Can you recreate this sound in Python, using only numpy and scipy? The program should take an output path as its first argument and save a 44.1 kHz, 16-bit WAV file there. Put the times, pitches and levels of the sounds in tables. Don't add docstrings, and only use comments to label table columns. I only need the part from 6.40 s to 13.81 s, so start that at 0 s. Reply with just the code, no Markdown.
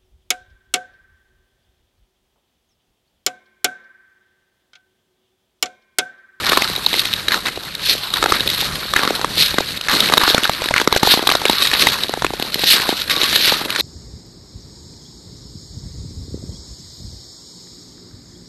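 import sys
import numpy as np
from scipy import signal
from scipy.fft import rfft, irfft
from scipy.io import wavfile
from scipy.ndimage import uniform_filter1d

SR = 44100
rng = np.random.default_rng(int(sys.argv[2]) if len(sys.argv) > 2 else 0)


def pcm_store(signal):
    levels = np.round(np.clip(np.atleast_2d(signal), -1, 1) * 32767)
    wavfile.write(sys.argv[1], SR, levels.astype(np.int16).T)


def linear_from_db(decibels):
    return 10 ** (np.asarray(decibels, float) / 20)


N = 326823
SECONDS = np.arange(N) / SR


def rms_one(x):
    return x / np.sqrt(np.mean(x ** 2) + 1e-20)


def in_time(rows):
    s, *columns = np.transpose(rows)
    return [np.interp(SECONDS, s, column) for column in columns]


def drift(rate):
    r = np.exp(-2 * np.pi * rate / SR)
    slow = signal.lfilter([1], [1, -2 * r, r * r], rng.standard_normal(N + SR))
    return rms_one(slow[SR:])


def coloured(x, spectrum):
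    size = 8192
    hz, db = np.transpose(spectrum)
    bins_hz = np.arange(size // 2 + 1) * SR / size
    log_gain = np.log(linear_from_db(np.interp(np.log(bins_hz + 1), np.log(hz), db)))
    cepstrum = irfft(log_gain)
    cepstrum[1:size // 2] *= 2
    cepstrum[size // 2 + 1:] = 0
    impulse = irfft(np.exp(rfft(cepstrum)))
    return signal.fftconvolve(x, impulse)[:len(x)]


def ring(clicks, hz, cycles):
    r, w = linear_from_db(-60 * hz / (cycles * SR)), 2 * np.pi * hz / SR
    return signal.lfilter([0, np.sin(w)], [1, -2 * r * np.cos(w), r * r], clicks + 1e-18)


def grains(per_s, spread_db, clump_db, clump_rate):
    sizes = linear_from_db(spread_db * np.minimum(rng.exponential(1, N), 4)) * rng.choice([-1, 1], N)
    return sizes * linear_from_db(clump_db * drift(clump_rate)) * (rng.random(N) < per_s / SR)


def stroke(s, db, rise_s, fall_s, hold):
    late = SECONDS - s
    away = np.maximum(late / fall_s, -late / rise_s)
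    return linear_from_db(np.maximum(2 * db - 40 * away ** hold, -400))


# time in seconds, level in dB.
WIND_LEVEL = [(0, -37.5), (0.7, -35), (1.0, -41), (1.3, -37.5), (1.7, -40.5), (2.1, -32), (2.38, -33.5),
              (2.55, -39), (3.1, -34), (3.6, -42), (5.8, -39.5), (7.41, -40)]
# frequency in Hz, density in dB per Hz.
WIND_COLOUR = [(14, -29), (45, 1.5), (90, -2), (170, 1.5), (400, -22)]


def wind():
    level_db, = in_time(WIND_LEVEL)
    return linear_from_db(level_db + 2.8 * drift(8)) * rms_one(coloured(rng.standard_normal(N), WIND_COLOUR))


# time in seconds, edge pressure as shaving level in dB,
# roughness of the ice as crackle level in dB over the shaving.
GLIDE_PATH = [(0, -24.5, 2), (.2, -19.5, -2.5), (.45, -32.5, 0), (.84, -28, -9), (1.3, -31.5, -1),
              (1.65, -26.5, -5.5), (2.07, -30, -5), (2.5, -31, -21), (2.7, -26.5, 0.5), (3.4, -44, 3),
              (3.9, -41, -11.5), (4.2, -28.5, 1), (4.5, -34.5, -10), (5.03, -35, 7), (5.5, -24.5, 3.5),
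              (5.7, -41, -16), (6.1, -26, -2), (6.67, -34, 2)]


def glide():
    glide_db, rough_db = in_time(GLIDE_PATH)
    glide_db = glide_db - 4
    return linear_from_db(2 * glide_db), linear_from_db(2 * (glide_db + rough_db))


# peak in seconds, level in dB,
# rise and fall in seconds for 20 dB.
PUSH_STROKES = [(.13, -24, 0.37, 0.66), (.59, -16.5, 0.14, 0.088), (.75, -27.5, 0.38, 0.061),
                (1.5, -11, 0.084, 0.0737), (1.78, -30, 0.36, 0.034), (2.23, -21.5, 0.66, 0.11),
                (2.42, -31.5, 0.142, 0.26), (3.004, -12, 0.066, 0.165), (3.31, -27, 0.99, 0.061),
                (3.371, -20, 0.011, 0.019), (3.53, -19.5, 0.13, 0.58), (3.89, -15, 0.14, 0.13),
                (4.04, -30, 0.155, 0.1), (4.27, -31, 0.48, 0.091), (4.72, -10.5, 0.17, 0.098),
                (4.91, -26, 0.22, 0.257), (5.09, -19.5, 0.045, 0.13), (5.23, -16, 0.12, 0.16),
                (5.41, -16, 0.152, 0.34), (6.316, -8, 0.13, 0.13), (6.49, -20.5, 0.053, 0.11),
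                (6.6, -22.5, 0.128, 0.12), (6.71, -11.5, 0.012, 0.066), (6.84, -17.5, 0.11, 0.132),
                (6.93, -15.5, 0.042, 0.26), (7.06, -12.5, 0.186, 0.22), (7.4, -19.5, 0.065, .2)]
PUSH_HOLD = 1.01


def pushes():
    return sum(stroke(*row, PUSH_HOLD) for row in PUSH_STROKES)


# peak in seconds, level in dB,
# fall in seconds for 20 dB (negative: builds slowly, stops short), crackle pitch in Hz.
ICE_BITES = [(.04, -18.5, 0.26, 1640), (.52, -28.5, 0.97, 1760), (1.831, -26, 0.65, 1550),
             (1.929, -25.5, 0.9, 2100), (2.17, -27, 0.65, 1640), (2.559, -19, 0.2, 1904),
             (2.6, -24, 0.13, 1420), (2.75, -37, 0.8, 1610), (3.08, -27.5, 0.6, 2034),
             (3.493, -22, 0.73, 1550), (3.64, -24.5, 0.8, 2280), (3.81, -18, 0.3, 1500),
             (4.364, -20, 0.3, 1850), (4.547, -24, 0.5, 1500), (4.645, -39, 6, 1661),
             (4.88, -40, -2.02, 1692), (5.313, -31, 1, 1810), (5.41, -28, -2.5, 1500), (5.53, -32, 1, 1890),
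             (6.35, -21.5, 0.26, 1660), (6.385, -32, 0.5, 1100), (6.704, -22.5, 1, 2170),
             (7.061, -21.5, 0.5, 1700), (7.335, -33, 3, 1780)]
BITE_HOLD, BITE_RISE_SHARE = 1.22, 0.081
BITE_SAG_PER_S, BITE_SAG_S = 6.9, 0.09


def bites():
    powers, pitches = [], []
    for s, db, fall_s, hz in ICE_BITES:
        powers.append(stroke(s, db, BITE_RISE_SHARE * fall_s, fall_s, BITE_HOLD))
        sag_per_s = BITE_SAG_PER_S * min(BITE_SAG_S / fall_s, 1)
        pitches.append(hz * np.exp(-sag_per_s * np.clip(SECONDS - s, 0, .1)))
    return powers, pitches


# start in seconds, length in seconds, level in dB,
# first and last pitch in Hz.
SKID_SCRAPES = [
    (0.909, 0.085, -18, 2000, 874),
    (1.056, 0.0456, -21, 1500, 1960),
    (1.759, 0.036, -22.5, 1500, 1300),
    (1.94, 0.03, -20, 1500, 1700),
    (4.046, 0.0165, -17.5, 1400, 1300),
    (5.497, 0.13, -28.5, 950, 800),
    (6.698, 0.027, -29, 2320, 2000),
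    (3.502, 0.035, -22, 1500, 1300),
]
SCRAPE_RISE_S, SCRAPE_HOLD = 0.00185, 4.9


def scrapes():
    powers, pitches = [], []
    for s, length, db, *hz in SKID_SCRAPES:
        powers.append(stroke(s, db, SCRAPE_RISE_S, length, SCRAPE_HOLD))
        pitches.append(np.interp(SECONDS, [s, s + length], hz))
    return powers, pitches


PUSH_CRACKLES_DB, BITE_SHAVES_DB, SCRAPE_SHAVES_DB = -10, -3, -3
GLIDE_HZ, PUSH_HZ = 1500, 2150


def edge_work():
    glide_shave, glide_crackle = glide()
    push_shave = pushes()
    bite_powers, bite_hz = bites()
    scrape_powers, scrape_hz = scrapes()
    parts = [glide_crackle, linear_from_db(2 * PUSH_CRACKLES_DB) * push_shave] + bite_powers + scrape_powers
    pitches = [GLIDE_HZ, PUSH_HZ] + bite_hz + scrape_hz
    crackles = sum(parts)
    centre_hz = sum(part * hz for part, hz in zip(parts, pitches)) / crackles
    shave = glide_shave + push_shave
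    shave = shave + linear_from_db(2 * BITE_SHAVES_DB) * sum(bite_powers) + linear_from_db(2 * SCRAPE_SHAVES_DB) * sum(scrape_powers)
    return 10 * np.log10(shave), 10 * np.log10(crackles), centre_hz, glide_crackle / crackles


# middle in seconds, length in seconds, depth in dB (negative: a slight
BLADE_DIPS = [(0.053, 0.0052, 11), (0.079, 0.0088, 4.5), (0.204, 0.011, 5), (0.46, 0.0085, 10),
              (0.473, 0.016, 6), (0.609, 0.01, 6.5), (0.915, 0.0059, 8), (1.874, 0.0124, 4),
              (2.048, 0.017, 7), (2.085, 0.0039, 20), (2.16, 0.02, 5), (2.194, 0.014, 4),
              (2.381, 0.0113, 6.5), (2.756, 0.0074, -1), (3.077, 0.022, 2.5), (3.26, 0.0144, 6),
              (3.482, 0.0098, 18), (3.716, 0.013, 6.5), (3.79, 0.0087, 13), (3.843, 0.015, 3.5),
              (3.867, 0.0094, 6.5), (3.893, 0.0093, 4), (4.433, 0.0132, 8), (4.463, 0.017, 12),
              (4.499, 0.0183, 7.5), (4.533, 0.0108, 3), (4.589, 0.01, 12.5), (4.615, 0.021, 9.5),
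              (5.242, 0.008, 8), (5.385, 0.0085, 6), (5.404, 0.0069, 4), (5.51, 0.0082, 5.5),
              (5.529, 0.014, 2), (5.929, 0.0077, 9), (6.114, 0.013, 12), (6.252, 0.0087, 7),
              (6.662, 0.02, 10.5), (6.689, 0.0083, 11), (6.747, 0.011, 4.5), (6.821, 0.02, 4.5),
              (6.949, 0.0113, 2.5), (7.167, 0.014, 4), (7.24, 0.013, 5.5), (7.274, 0.015, 13)]


def dip_gain():
    loss_db = 0
    for s, length, depth_db in BLADE_DIPS:
        away = np.minimum((1.6 * (SECONDS - s) / length) ** 2, 50)
        loss_db = loss_db + depth_db * np.exp(-away ** 2)
    return linear_from_db(-loss_db)


def uneven_grip():
    stutter = drift(63.0) + 0.86 * drift(43)
    settling = 160 * SECONDS
    return np.maximum.accumulate(stutter + settling) - settling


def patchy(x, depth_db):
    edges = np.geomspace(5200, 11000, 5)
    out = x
    for pair in zip(edges, edges[1:]):
        band = signal.sosfilt(signal.butter(1, pair, "band", fs=SR, output="sos"), x)
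        out = out + (linear_from_db(depth_db * drift(22.0)) - 1) * band
    return out


# frequency in Hz, density in dB per Hz.
SPLINTER_COLOUR = [(900, -33), (2500, -10), (3450, -5.5), (3830, 0), (4040, -2.5), (4260, -.5),
                   (4750, -8.5), (5700, -15.5), (7300, -23.5), (8250, -19.5), (9200, -24.5), (11200, -18.5),
                   (11820, -10.5), (12400, -13)]


def shaving(stutter, level_db):
    splinters = grains(14000, spread_db=2.0, clump_db=3.0, clump_rate=410)
    splinters *= linear_from_db(np.interp(level_db, [-35, -10], [1.8, 1.3]) * stutter)
    return linear_from_db(level_db + 3.0) * rms_one(patchy(coloured(splinters, SPLINTER_COLOUR), depth_db=2.5))


GLIDE_FOCUS_DB, WORK_FOCUS_DB = 7.5, 15
PITCH_WANDER = 0.46
CRACKLE_CYCLES = 30.0


def crackle(stutter, level_db, centre_hz, gliding):
    clicks = grains(4500, spread_db=3.0, clump_db=2.0, clump_rate=134) * linear_from_db(1.3 * stutter)
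    pitches, dealt = np.geomspace(640, 2900, 14), rng.integers(0, 14, N)
    wander = rms_one(uniform_filter1d(stutter[::-1], size=3000))
    centre_hz = centre_hz * 2 ** (PITCH_WANDER * gliding * wander)
    focus_db = GLIDE_FOCUS_DB * gliding + WORK_FOCUS_DB * (1 - gliding)
    rings = 0
    for k, hz in enumerate(pitches):
        gain = linear_from_db(-focus_db * np.log2(hz / centre_hz) ** 2)
        rings = rings + ring(clicks * (dealt == k) * gain, hz, CRACKLE_CYCLES)
    low_cut = signal.butter(2, 680, "high", fs=SR, output="sos")
    return linear_from_db(level_db - 1.3) * rms_one(signal.sosfilt(low_cut, rings))


# peak in seconds, level in dB,
# rise and fall in seconds for 20 dB.
SHEET_GROANS = [
    (.96, -30, 0.062, 0.046),
    (2.67, -34.5, 0.15, 0.72),
    (3.535, -23.5, 0.02, 0.48),
    (4.06, -40.5, 0.31, 0.105),
    (5.45, -28, 0.083, 0.25),
]


def groans():
    return sum(stroke(*row, PUSH_HOLD) for row in SHEET_GROANS)


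# frequency in Hz, density in dB per Hz.
SHEET_COLOUR = [(90, -14), (200, -2), (350, -1.5), (600, -3), (900, -15), (1500, -23)]
LOAD_DB, LOAD_FOLLOWS, LOAD_SMOOTH_S = -37, 0.57, 0.091


def rumble(crackle_db):
    load = uniform_filter1d(crackle_db - crackle_db.mean(), int(LOAD_SMOOTH_S * SR))
    level_db = 10 * np.log10(linear_from_db(2 * (LOAD_DB + LOAD_FOLLOWS * load)) + groans())
    lumps = grains(1500, spread_db=3.2, clump_db=2.2, clump_rate=19.5)
    return linear_from_db(level_db + 1.0) * rms_one(coloured(lumps, SHEET_COLOUR))


THUMP_START_HZ, THUMP_END_HZ = 725, 238
THUMP_SPREAD = 0.62
KNOCK_CYCLES, KNOCK_CYCLES_PER_KHZ = 0.58, 0.45
REPEAT_S, REPEAT_SPREAD_S, REPEAT_DB = .0009, .0022, -4.5
PORT_HZ, PORT_CYCLES = 4050, 26.0
PORT_SHARE, LOUD_PORT_SHARE = .04, 0.017


def knock_of(t, hz, hiss):
    cycles = KNOCK_CYCLES + KNOCK_CYCLES_PER_KHZ * hz / 1000
    fall = 1 + 0.66 * np.exp(-t / 0.0006)
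    tone = np.sin(2 * np.pi * hz * 0.869 * np.cumsum(fall) / SR)
    return tone * np.exp(-t * hz / cycles) * (1 + 1.14 * uniform_filter1d(hiss, size=4))


def thump_of(t, luck):
    fall_s = 0.00076 + 0.0021 * luck[0]
    hz = THUMP_END_HZ + (THUMP_START_HZ - THUMP_END_HZ) * np.exp(-t / fall_s)
    hz = hz * 2 ** (THUMP_SPREAD * (luck[1] - .62))
    swell = t / 0.0019 * np.exp(1 - t / 0.001482)
    return np.sin(2 * np.pi * (np.cumsum(hz) / SR + 0.417 + 0.18 * luck[1])) * swell


def snap_of(t, snap_db, luck, hiss):
    burst_s = 0.00059 + 0.00075 * luck[2] + 0.00038 * linear_from_db(min(snap_db, 4) - 10.5)
    snap = coloured(hiss * t ** 0.76 * np.exp(-t / burst_s), SPLINTER_COLOUR)
    port_share = PORT_SHARE + LOUD_PORT_SHARE * linear_from_db(snap_db)
    snap = snap + port_share * ring(snap, PORT_HZ, PORT_CYCLES)
    return snap / np.abs(snap).max()


def cracks(rows):
    size = SR // 40
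    t, out = np.arange(size) / SR, np.zeros(N + size)
    chance, noise = rng.random((len(rows), 3)), rng.standard_normal((len(rows), size))
    for (s, hz, thump_db, knock_db, snap_db), luck, hiss in zip(rows, chance, noise):
        knock = knock_of(t, hz, hiss)
        delay = round((REPEAT_S + REPEAT_SPREAD_S * luck[2]) * SR)
        second = np.concatenate([np.zeros(delay), knock[:-delay]])
        knock = knock + linear_from_db(REPEAT_DB) * np.sign(luck[1] - .5) * second
        at = round((s - .0002) * SR)
        out[at:at + size] += linear_from_db(knock_db + 4.5) * knock
        out[at:at + size] += linear_from_db(thump_db + 1.0) * thump_of(t, luck)
        out[at:at + size] += linear_from_db(snap_db - 0.1) * snap_of(t, snap_db, luck, hiss)
    return out[:N]


def ice_echo(x):
    lag = round(.00235 * SR)
    return x + linear_from_db(-16) * np.concatenate([np.zeros(lag), x[:-lag]])


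def knocking(table, thump_over_knock_db):
    return [(s, hz, db + thump_over_knock_db, db, snap_db) for s, hz, db, snap_db in table]


# start in seconds, knock pitch in
# Hz, knock level in dB, snap level in dB.
EDGE_CHIPS = [(0.092, 1210.0, -11, -9), (0.276, 1200.0, -27.5, -5), (0.352, 1550.0, -21, -8.5),
              (0.551, 1860.0, -31, -6), (0.73, 2210.0, -28, -4), (0.943, 1360, -6, -7),
              (1.068, 1950, -8.5, -7), (1.084, 1730, -11.5, -32.5), (1.86, 1312, -4.5, -13),
              (1.891, 1400.0, -20, -7), (1.997, 2130.0, -33.5, -7), (2.133, 1660, -17, -9),
              (2.573, 1630.0, -25, -13), (3.203, 1070, -20, -35.5), (3.497, 1670, -11.5, -14),
              (3.539, 1310.0, -9.5, -33.5), (3.658, 2180.0, -31, -7), (3.688, 2120, -10, -10),
              (3.723, 1270, -5, -34.5), (3.805, 1990.0, -28, -4), (3.859, 1350.0, -37, -14),
              (4.076, 1580, -17.5, -7), (4.095, 1230, -10, -35), (4.308, 990, -14.5, -36),
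              (4.4, 1530.0, -6, -22), (4.563, 1580, -4, -6), (4.573, 2150, -8, -37),
              (4.65, 1350.0, -15, -19), (4.655, 1250.0, -15.5, -10.5), (4.938, 1490.0, -9, -26),
              (4.952, 1160, -3.5, -35.5), (5.061, 2230.0, -18.5, -5.5), (5.183, 2350.0, -39.5, -2),
              (5.22, 1530.0, -15, -35), (5.334, 1620, -5, -27), (5.35, 1840.0, -12, -9),
              (5.339, 1030, -17.5, -28), (0.466, 940, -13.5, -28), (2.228, 900, -22, -30),
              (5.47, 844, -3, -28), (5.421, 1890, -11, -31), (5.442, 1980.0, -37, -15),
              (5.542, 1630.0, -15, -9), (6.24, 1800, -12, -44), (6.35, 1780.0, -18, -13.5),
              (6.367, 1780.0, -10, -55), (6.468, 1950.0, -43, -11), (6.697, 2330, -17, -15),
              (6.731, 1440.0, -45, -19), (6.931, 1610, -15, -14), (7.078, 1570, -6.5, -35.5),
              (7.095, 1710, -10, -36), (7.119, 1460.0, -33.5, -4), (7.133, 1870.0, -37.5, -14)]


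def chips():
    return knocking(EDGE_CHIPS, -14)


# start in seconds, knock pitch in Hz,
# knock level in dB, snap level in dB.
DEEP = [(.095, 2680, -12, 1), (.12, 1280, -4, -22), (1.84, 1480, -5, -5), (1.861, 713, -10.5, -14),
        (2.006, 2310, -15, -0.5), (2.634, 1130, -11, -10), (2.651, 1290, -11.5, -8),
        (2.676, 1320, -8.5, -9), (2.8455, 1050, -6.5, -21.5), (3.184, 1290, -1.5, -4),
        (3.206, 665, -9.5, -11), (3.699, 920, -9, -15), (3.724, 1120, -11, -13), (3.772, 1200, -9, -1),
        (3.815, 1760, -14, -11), (3.878, 1143, -5, -24), (3.946, 575, -3.5, 8), (4.31, 645, -9, -21.5),
        (4.415, 1082, -6, -10), (4.475, 1020, 2.5, 1), (4.526, 1040, -4.5, 1), (4.563, 606, -5, -13),
        (4.631, 940, 1, 0), (4.673, 820, -3.5, -0.5), (4.739, 923, -3, -5.5), (4.793, 930, -9, -30),
        (4.953, 674, -8.5, -3.5), (5.097, 850, -1, 0), (5.846, 1110, -3.5, -8), (7.122, 695, -9, -18)]


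def deep_cracks():
    return knocking(DEEP, -3.5)


# start in seconds, knock pitch in Hz,
# knock level in dB, snap level in dB.
FULL = [(.132, 1280, -6, -9), (.173, 1134, 6.5, 0), (.541, 2040, -6.5, -21.5), (.654, 2150, -11, -5.5),
        (1.827, 1260, -2, -5), (1.922, 1168, 4, -8), (2.574, 1230, -15.5, -12), (2.593, 1500, -8, -16),
        (3.737, 1037, 2, 4.5), (3.778, 1140, 2.5, 10.5), (3.98, 1360, 0, -24.5), (4.0955, 694, -4.5, -6.5),
        (4.241, 1900, -12.5, -10), (4.872, 1000, -5, 4.5), (4.891, 1270, -1, -2), (5.017, 820, -12, -11.5),
        (5.054, 2320, 3, -4), (5.422, 2350, -6.5, 4), (5.47, 2000, 4, 2), (5.635, 2870, -20, 1),
        (5.7385, 900, -8.5, -11.5), (5.822, 880, -10.5, -24), (5.866, 2344, -11.5, -35),
        (6.4, 1740, -11.5, -20.5), (6.928, 1490, -9, -27.5), (7.076, 1700, -16, -32),
        (7.304, 2100, -14, -2)]


def full_cracks():
    return knocking(FULL, -11)


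# start in seconds, knock pitch in Hz,
# knock level in dB, snap level in dB.
SHALLOW = [(.221, 1966, -4.5, -5), (.883, 1630, -9, 0.5), (.92, 1693, -6.5, -8), (1.738, 1260, -11.5, 0),
           (2.537, 1230, -5, -3), (2.563, 1660, 4, -7.5), (2.814, 1200, -13.5, -6.5),
           (3.412, 2810, -22, -8), (3.485, 1580, -6, -10), (3.497, 1500, -32, -9), (3.513, 1496, -8, -7.5),
           (3.8357, 1080, -8, 0), (4.0345, 2750, -6.5, -4), (4.042, 2650, -14, -1), (4.054, 1530, -8, -24),
           (4.22, 680, -11.5, -23), (4.287, 1636, -9.5, -5), (4.34, 1650, -1, -18),
           (4.363, 1290, -3.5, -10), (4.38, 2130, -2, -18), (4.901, 2360, -2, -15.5), (4.915, 1183, -5, -8),
           (4.921, 800, -6.5, 0), (5.272, 2370, -9, 1.5), (5.315, 1660, -6.5, -22), (6.698, 2570, -15, -4),
           (6.834, 2790, -5.5, -15), (6.96, 1600, -6, 4), (7.35, 1735, -12, -54), (7.361, 1570, -6, -7)]


def shallow_cracks():
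    return knocking(SHALLOW, -43)


DULL_HZ = 800
# start in seconds, thump level in dB, snap level in
# dB.
DULL = [(.299, -17, -7.5), (.379, -20, -32), (1.158, -34, -31), (1.551, -20.5, -29), (7.214, -16, -52),
        (7.239, -33, -33), (1.174, -16, -17), (2.706, -7, -12), (3.142, -13, -7), (4.028, -16, -29),
        (4.258, -15.5, -4.5), (4.774, -9.5, -5), (4.826, -10.5, -13), (4.838, -19, -27), (5.131, -17, -1.5),
        (5.694, -12, -6), (5.774, -16, -37.5), (5.905, -15.5, -19), (5.936, -13, -12), (5.998, -13, -7.5),
        (6.024, -13.5, -3), (6.05, -22, -13.5), (6.157, -13.5, -22.5), (6.193, -19, -5), (6.236, -12.5, -4),
        (6.491, -6.5, -5), (6.526, -9.5, -14), (6.763, -25, -2.5), (6.814, -16.5, 0), (7.25, -27, -7)]


def dull_cracks():
    return [(s, DULL_HZ, db, db - 5, snap_db) for s, db, snap_db in DULL]


# start in seconds, snap level in dB.
SURFACE_SNAPS = [(.361, -5), (0.4625, 3), (0.53, -1.5), (0.55, -27), (.594, 1), (.737, 1.5), (.911, -24.5),
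                 (1.059, -7), (1.35, -8), (2.075, 3), (2.09, -4), (2.356, -5), (2.1, -1), (3.604, 6.5),
                 (4.549, -5), (4.574, -8), (4.969, -7.5), (5.082, -4.5), (5.683, -8), (4.718, 0),
                 (5.222, 1), (5.226, -1), (5.338, 3), (5.395, 1), (5.487, -0.5), (6.143, 0), (6.618, -5.5),
                 (6.717, -3), (7.325, -9)]


def surface_snaps():
    return [(s, 1500, db - 34, db - 46.5, db) for s, db in SURFACE_SNAPS]


# start in seconds, thump level in dB.
SHEET_TAPS = [(0.529, -18), (0.574, -23), (0.956, -22), (1.51, -20), (1.734, -29), (1.885, -19),
              (1.898, -16), (2.073, -21), (2.139, -27), (2.223, -21), (2.454, -22.5), (2.794, -18),
              (2.907, -25), (2.973, -21.5), (3.004, -20), (3.029, -23), (3.564, -14), (3.904, -13.5),
              (4.546, -17), (4.65, -18), (4.697, -18), (4.719, -20), (5.201, -20.5), (5.226, -24),
              (5.373, -25), (5.402, -23), (5.625, -24), (5.645, -20), (6.339, -22), (6.424, -24.5),
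              (6.453, -25), (6.736, -23.5), (6.771, -18), (6.803, -21), (6.828, -18), (6.879, -27),
              (7.002, -23), (7.257, -16.5), (7.389, -21), (7.401, -18)]


def taps():
    return [(s, DULL_HZ, db, db - 4.5, db - 25.5) for s, db in SHEET_TAPS]


PING_S, PING_DB, PING_RISE_S = .4625, 8.5, 0.00074


def ping():
    late = np.maximum(SECONDS - PING_S, 0)
    swell = (late / PING_RISE_S) ** 2 * np.exp(-late / PING_RISE_S)
    low_mode = np.sin(2 * np.pi * 3830 * late)
    high_mode = 0.98 * np.sin(2 * np.pi * 4260 * late + 4.3)
    return linear_from_db(PING_DB) * swell * (low_mode + high_mode)


# time in seconds, pitch in Hz, level in dB.
BLADE_NOTES = [
    [(5.12, 1154, -45.5), (5.138, 1111, -34), (5.152, 1127, -51), (5.166, 1161, -38), (5.204, 1170, -34),
     (5.225, 1129, -25)],
    [(6.7, 1160, -38), (6.71, 1138, -28), (6.806, 1135, -35), (6.826, 1122, -46), (6.842, 1130, -23.5),
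     (6.885, 1118, -34)],
]


def singing_blade():
    rows = []
    for note in BLADE_NOTES:
        (first_s, first_hz, _), (last_s, last_hz, _) = note[0], note[-1]
        rows += [(first_s - .004, first_hz, -90), *note, (last_s + .004, last_hz, -90)]
    hz, level_db = in_time(rows)
    rough = rms_one(ring(rng.standard_normal(N), hz.mean(), 57.0))
    return linear_from_db(level_db) * (1.05 * np.sin(2 * np.pi * np.cumsum(hz) / SR) + .7 * rough)


def scene():
    stutter = uneven_grip()
    shave_db, crackle_db, centre_hz, gliding = edge_work()
    edge = shaving(stutter, shave_db) + crackle(stutter, crackle_db, centre_hz, gliding)
    blades = dip_gain() * edge + singing_blade() + ping()
    breaks = full_cracks() + shallow_cracks() + deep_cracks() + dull_cracks() + surface_snaps()
    fractures = ice_echo(cracks(breaks + chips() + taps()))
    return (blades + fractures + rumble(crackle_db) + wind())[None]


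def top_cut(x):
    return signal.sosfilt(signal.butter(12, 12430, fs=SR, output="sos"), x)


def record(dry):
    narrow = signal.sosfilt(signal.cheby2(24, 60, 12480, fs=SR, output="sos"), dry)
    return top_cut(np.clip(narrow, -.99, .99))


dry = scene()
out = record(dry)
pcm_store(out)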